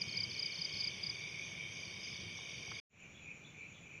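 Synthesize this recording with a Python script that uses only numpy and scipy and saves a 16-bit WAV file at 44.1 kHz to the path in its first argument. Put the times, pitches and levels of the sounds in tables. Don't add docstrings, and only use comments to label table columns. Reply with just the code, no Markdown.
import sys
import numpy as np
from scipy import signal
from scipy.fft import rfft, irfft
from scipy.io import wavfile

SR = 44100
rng = np.random.default_rng(int(sys.argv[2]) if len(sys.argv) > 2 else 0)


def master(y):
    cut = np.clip(np.atleast_2d(y).T, -1, 1)
    pcm = np.round(cut * 32767)
    wavfile.write(sys.argv[1], SR, pcm.astype(np.int16))


N = 176400
T = np.arange(N) / SR
CUT_S, RESUME_S, FADE_IN_S = 2.801, 2.895, .14


def from_db(db):
    return 10 ** (np.asarray(db) / 20)


def unit_power(x):
    return x / np.sqrt(np.mean(x ** 2) + 1e-20)


def fader(rows):
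    return from_db(np.interp(T, *np.transpose(rows)))


def drift(turns_per_s):
    return np.interp(T * turns_per_s, np.arange(400), rng.standard_normal(400))


def pulses(times, gains, pitches, width_s, fall_hz_per_s):
    half = int(4.2 * width_s * SR) + 1
    offsets = np.arange(-half, half)
    t = offsets / SR
    cycles = np.reshape(pitches, (-1, 1)) * t - .5 * fall_hz_per_s * t ** 2 + rng.random((len(times), 1))
    bell = np.exp(-.5 * (t / width_s) ** 2)
    wave = np.reshape(gains, (-1, 1)) * bell * np.sin(2 * np.pi * cycles)
    at = (np.reshape(times, (-1, 1)) * SR).astype(int) + offsets
    inside = (at >= 0) & (at < N)
    return np.bincount(at[inside], wave[inside], N)


def foliage(x, t60, wet_db):
    t = T[:SR // 5]
    tail = rng.standard_normal(len(t)) * from_db(-60 * t / t60) * (t > .004)
    return x + from_db(wet_db) * signal.oaconvolve(x, tail / np.linalg.norm(tail))[:N]


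def trill(kind, uneven_db, insects, wet_db=-5):
    hz, scatter_hz, width_s, strokes_per_s = kind
    out = 0
    for _ in range(insects):
        timing, force, detune = rng.standard_normal((400, 3)).T
        beats = np.cumsum(1 + .13 * timing) - 1 - rng.random()
        times = beats / (strokes_per_s * rng.uniform(.75, 1.25))
        live = times < T[-1]
        gains = from_db(uneven_db * np.clip(force[live], -2, 2))
        pitches = hz + scatter_hz * np.clip(detune[live], -2, 2)
        out += pulses(times[live], gains, pitches, width_s, fall_hz_per_s=.004 * hz / width_s)
    return unit_power(foliage(out, t60=.2, wet_db=wet_db))


def air(spectrum, heave):
    hz, db = np.transpose(spectrum)
    bins_hz = np.maximum(np.arange(N // 2 + 1) * SR / N, 1)
    eq = from_db(np.interp(np.log(bins_hz), np.log(hz), db))
    noise = unit_power(irfft(rfft(rng.standard_normal(N)) * eq, N))
    rumble = signal.sosfiltfilt(signal.butter(2, 260, fs=SR, output="sos"), noise)
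    return noise + rumble * (heave - 1)


# (frequency [Hz], relative level [dB])
FIRST_AIR_EQ = [(25, -33), (45, -21), (70, -8), (110, 1), (180, -0.5), (250, -11.5), (340, -8.5),
                (600, -14), (850, -20), (1060, -16), (1350, -22), (1900, -15.5), (2700, -16), (4000, -26.5),
                (6500, -32), (7600, -40), (8700, -30.5), (9500, -37), (10300, -35), (11900, -51),
                (13100, -46), (15300, -46.5)]
# (time [s], relative level [dB])
RUMBLE_RIDE = [(0.0, -59), (0.08, -52), (0.12, -63), (0.17, -54.5), (0.57, -61), (0.6, -54.5), (0.66, -59),
               (0.74, -53.5), (0.86, -63.5), (0.87, -58), (1.66, -58), (2.19, -59), (2.21, -52.5),
               (2.52, -63), (2.6, -52.5), (2.66, -63), (2.69, -53.5), (2.78, -57.5)]


def first_air(level_db=-54.5, fall_db_per_s=.52):
    heave = unit_power(fader(RUMBLE_RIDE) * from_db(2 * drift(21.97)))
    return from_db(level_db - fall_db_per_s * (T - CUT_S / 2)) * air(FIRST_AIR_EQ, heave)


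# (frequency [Hz], relative level [dB])
SECOND_AIR_EQ = [(25, -17.5), (45, -15), (80, -2), (160, 1.5), (240, -6.5), (450, -10.5), (900, -17.5),
                 (1800, -18), (2700, -16), (4200, -27.5), (5100, -35.5), (7300, -27), (8200, -47.5),
                 (11000, -52.5), (13500, -46.5), (15500, -46)]


def second_air(level_db=-60):
    return from_db(level_db) * air(SECOND_AIR_EQ, heave=from_db(.86 * drift(14)))


def ticking_insect(ticks_per_s=17, hz=11460, level_db=-84.5):
    timing, force, detune = rng.standard_normal((120, 3)).T
    times = np.cumsum(1 + .25 * timing) / ticks_per_s
    gains = from_db(level_db + 2 * force)
    ticks = pulses(times, gains, hz + 50 * detune, width_s=.0045, fall_hz_per_s=22000)
    return foliage(ticks, t60=.1, wet_db=-5)


# (pitch [Hz], scatter [Hz], pulse half-width [s], stroke rate [1/s])
WASH_KINDS = [(2480, 220, .001, 60), (3400, 300, .001, 50), (5730, 140, .0012, 55), (6290, 120, .0014, 45)]
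SWELLING_KIND, THROBBING_KIND = (2400, 78, .0018, 52), (6970, 90, .0018, 51)
WASH_MIX = [-66, -84, -78, -77.5]
# (time [s], relative level [dB])
SWELLS = [(3.03, -5), (3.3, 2), (3.635, 2), (3.95, -0.5)]


def swelling_chorus(swell_width_s=.052, trough=.045, throb_period_s=.116, throb_peak_s=3.483, wet_db=3):
    swell = trough + sum(from_db(db) / (1 + ((T - s) / swell_width_s) ** 2) for s, db in SWELLS)
    throb = 1 + .42 * np.cos(2 * np.pi * (T - throb_peak_s) / throb_period_s)
    out = from_db(-53.5) * swell * trill(SWELLING_KIND, uneven_db=1.2, insects=6, wet_db=wet_db)
    out += from_db(-71.5) * throb * trill(THROBBING_KIND, uneven_db=1.5, insects=4, wet_db=wet_db)
    for kind, db in zip(WASH_KINDS, WASH_MIX):
        out += from_db(db + .8 * drift(16)) * trill(kind, uneven_db=2, insects=4, wet_db=wet_db)
    return out


# (pitch [Hz], scatter [Hz], pulse half-width [s], stroke rate [1/s])
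HIGH_KINDS = [(5560, 130, .0014, 60), (5765, 35, .003, 26), (6010, 120, .0014, 56)]
TOP_KIND = (6365, 85, .0018, 49)
HIGH_MIX = [-63.5, -63, -64.5]
# (time [s], level [dB])
TOP_RIDE = [(0.0, -69), (0.02, -59), (0.21, -67), (0.23, -64), (0.92, -63), (1.01, -72), (1.2, -62),
            (1.37, -71), (1.45, -58.5), (1.66, -73), (1.76, -58), (1.97, -72), (2.05, -59), (2.28, -73),
            (2.35, -63.5), (2.78, -65)]


def high_trills():
    shimmer = sum(from_db(db + 2.2 * drift(24)) * trill(kind, uneven_db=2.5, insects=4)
                  for kind, db in zip(HIGH_KINDS, HIGH_MIX))
    return shimmer + fader(TOP_RIDE) * trill(TOP_KIND, uneven_db=2.5, insects=6)


# (pitch [Hz], scatter [Hz], pulse half-width [s], stroke rate [1/s])
GRAINY_KINDS = [(2540, 60, .0016, 50), (2880, 60, .0018, 52), (3500, 80, .002, 58), (3690, 55, .0022, 45)]
RINGING_KINDS = [(3010, 45, .003, 48), (3185, 35, .0034, 44)]
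GRAINY_MIX = [-65.5, -66.5, -60.5, -65.5]
RINGING_MIX = [-3, -2]
# (time [s], level [dB])
GRAINY_RIDE = [(0, -1), (.45, 1.5), (.9, 3.5), (1.2, 2), (1.8, -1), (2.15, 2.5), (2.8, 2)]
RINGING_RIDE = [(0, -54.5), (.45, -54), (.9, -54.5), (1.1, -63.5), (1.8, -57), (2.15, -58), (2.8, -59.5)]


def middle_trills():
    grainy = sum(from_db(db) * trill(kind, uneven_db=3.5, insects=4)
                 for kind, db in zip(GRAINY_KINDS, GRAINY_MIX))
    ringing = sum(from_db(db) * trill(kind, uneven_db=.5, insects=3)
                  for kind, db in zip(RINGING_KINDS, RINGING_MIX))
    return fader(GRAINY_RIDE) * grainy + fader(RINGING_RIDE) * ringing


# (pitch [Hz], scatter [Hz], pulse half-width [s], stroke rate [1/s])
CROWD_KIND, TRIO_KIND = (4800, 190, .002, 34), (5060, 70, .003, 31)
# (time [s], level [dB])
CROWD_RIDE = [(0, -54), (.7, -49.5), (.83, -43), (.93, -54.5), (1.15, -52.5), (1.4, -57), (1.65, -62.5),
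              (1.81, -51.5), (1.96, -54.5), (2.08, -52), (2.18, -53.5), (2.46, -58.5), (2.78, -52.5)]
TRIO_RIDE = [(0, -62), (.7, -66), (.83, -56), (.95, -71), (1.6, -69), (1.93, -65), (2.04, -53.5),
             (2.12, -54), (2.2, -71), (2.5, -74), (2.8, -64)]


def far_crickets(crowd_trim_db=-3):
    crowd = from_db(crowd_trim_db) * fader(CROWD_RIDE) * trill(CROWD_KIND, uneven_db=3, insects=10)
    return crowd + fader(TRIO_RIDE) * trill(TRIO_KIND, uneven_db=2.5, insects=3)


# (pitch [Hz], scatter [Hz], pulse half-width [s], stroke rate [1/s])
LOW_KIND, SOLO_KIND = (2310, 62, .002, 46), (2248, 8, .007, 60)
# (time [s], relative level [dB])
LOW_RIDE = [(0, 0), (.15, -1), (.2, 2), (.29, -3), (.5, 2.5), (.58, 1.5), (.68, -3.5), (.77, 2), (.96, -3),
            (1.28, 2.5), (1.55, -2.5), (1.6, 3.5), (1.74, -2), (1.82, 1), (1.88, -2), (2.8, -1)]


def low_trills(group_db=-50.5, solo_db=-56):
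    group = from_db(group_db) * trill(LOW_KIND, uneven_db=2.5, insects=6)
    solo = from_db(solo_db) * trill(SOLO_KIND, uneven_db=1, insects=1)
    return fader(LOW_RIDE) * (group + solo)


# (time [s], pitch [Hz], level [dB])
CALLS = [(3.133, 3400, -64), (3.43, 3490, -64), (3.59, 4060, -76), (3.728, 3380, -65.5)]


def calling_insect(attack_s=.02, decay_from_s=.047, decay_s=.058, buzz_db=-5):
    out = np.zeros(N)
    for s, hz, db in CALLS:
        attack = np.clip((T - s) / attack_s, 0, 1)
        decay = np.exp(-np.maximum(T - s - decay_from_s, 0) / decay_s)
        core = trill((hz, 65, .004, 80), uneven_db=1.5, insects=2)
        buzz = trill((hz * 1.05, 200, .0015, 80), uneven_db=2, insects=4)
        out += from_db(db) * attack * decay * (core + from_db(buzz_db) * buzz)
    return out


# (time [s], peak level [dB], pitch [Hz])
TAP_HITS = [(2.389, -47, 960), (2.679, -48, 795), (2.7166, -39.5, 1140), (2.7214, -41, 1430),
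            (3.032, -70, 13500)]


def taps(decay_cycles=2.8):
    out = np.zeros(N)
    for s, db, hz in TAP_HITS:
        cycles = np.maximum(T - s, 0) * hz
        tap = cycles ** 2 * from_db(-60 * cycles / decay_cycles) * np.sin(2 * np.pi * cycles)
        out += from_db(db) * tap / np.abs(tap).max()
    return out


def strokes(chirps, counts):
    return np.transpose([(s + k * gap, from_db(db))
                         for (s, gap, db), count in zip(chirps, counts) for k in range(count)])


# (time [s], stroke spacing [s], level [dB])
ANSWER_CHIRPS = [(.0955, 0.033, -39), (.3125, .0337, -40), (.5246, .0341, -39), (.7416, 0.031, -39)]
ANSWER_STROKES = [3, 3, 3, 3]


def answering_cricket(hz=4490, lead_hz=5100, lead_s=.0128, lead_db=-3, overtone_hz=14300, overtone_db=-39):
    times, gains = strokes(ANSWER_CHIRPS, ANSWER_STROKES)
    main = pulses(times, gains, hz, width_s=.0034, fall_hz_per_s=46000)
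    lead = pulses(times - lead_s, gains, lead_hz, width_s=.0023, fall_hz_per_s=55000)
    overtone = pulses(times - lead_s / 2, gains, overtone_hz, width_s=.005, fall_hz_per_s=150000)
    song = main + from_db(lead_db) * lead + from_db(overtone_db) * overtone
    return foliage(song, t60=.15, wet_db=-15)


# (time [s], stroke spacing [s], level [dB])
NEAREST_CHIRPS = [(-.044, .032, -30), (.1765, 0.031, -30), (.398, .0326, -31.5), (.6204, .0323, -32),
                  (.811, .0332, -32), (1.0385, .0312, -33)]
NEAREST_STROKES = [3, 3, 3, 2, 3, 3]


def nearest_cricket(hz=4815, rasp_depth=.08):
    times, gains = strokes(NEAREST_CHIRPS, NEAREST_STROKES)
    pitches = hz + rng.normal(0, 18, len(times))
    song = pulses(times, gains, pitches, width_s=.004, fall_hz_per_s=44000)
    rasp = unit_power(signal.sosfilt(signal.butter(2, 450, fs=SR, output="sos"), rng.standard_normal(N)))
    return foliage(song * (1 + rasp_depth * rasp), t60=.15, wet_db=-22)


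def scene():
    first = first_air() + nearest_cricket() + answering_cricket()
    first += low_trills() + far_crickets() + middle_trills() + high_trills() + ticking_insect()
    second = swelling_chorus() + calling_insect() + second_air()
    cut = np.clip((CUT_S - T) / .002, 0, 1)
    fade_in = np.clip((T - RESUME_S) / FADE_IN_S, 0, 1)
    return (first * cut + second * fade_in + taps())[None]


def record(dry):
    return signal.sosfilt(signal.ellip(10, .1, 80, 15500, fs=SR, output="sos"), dry)


dry = scene()
out = record(dry)
master(out)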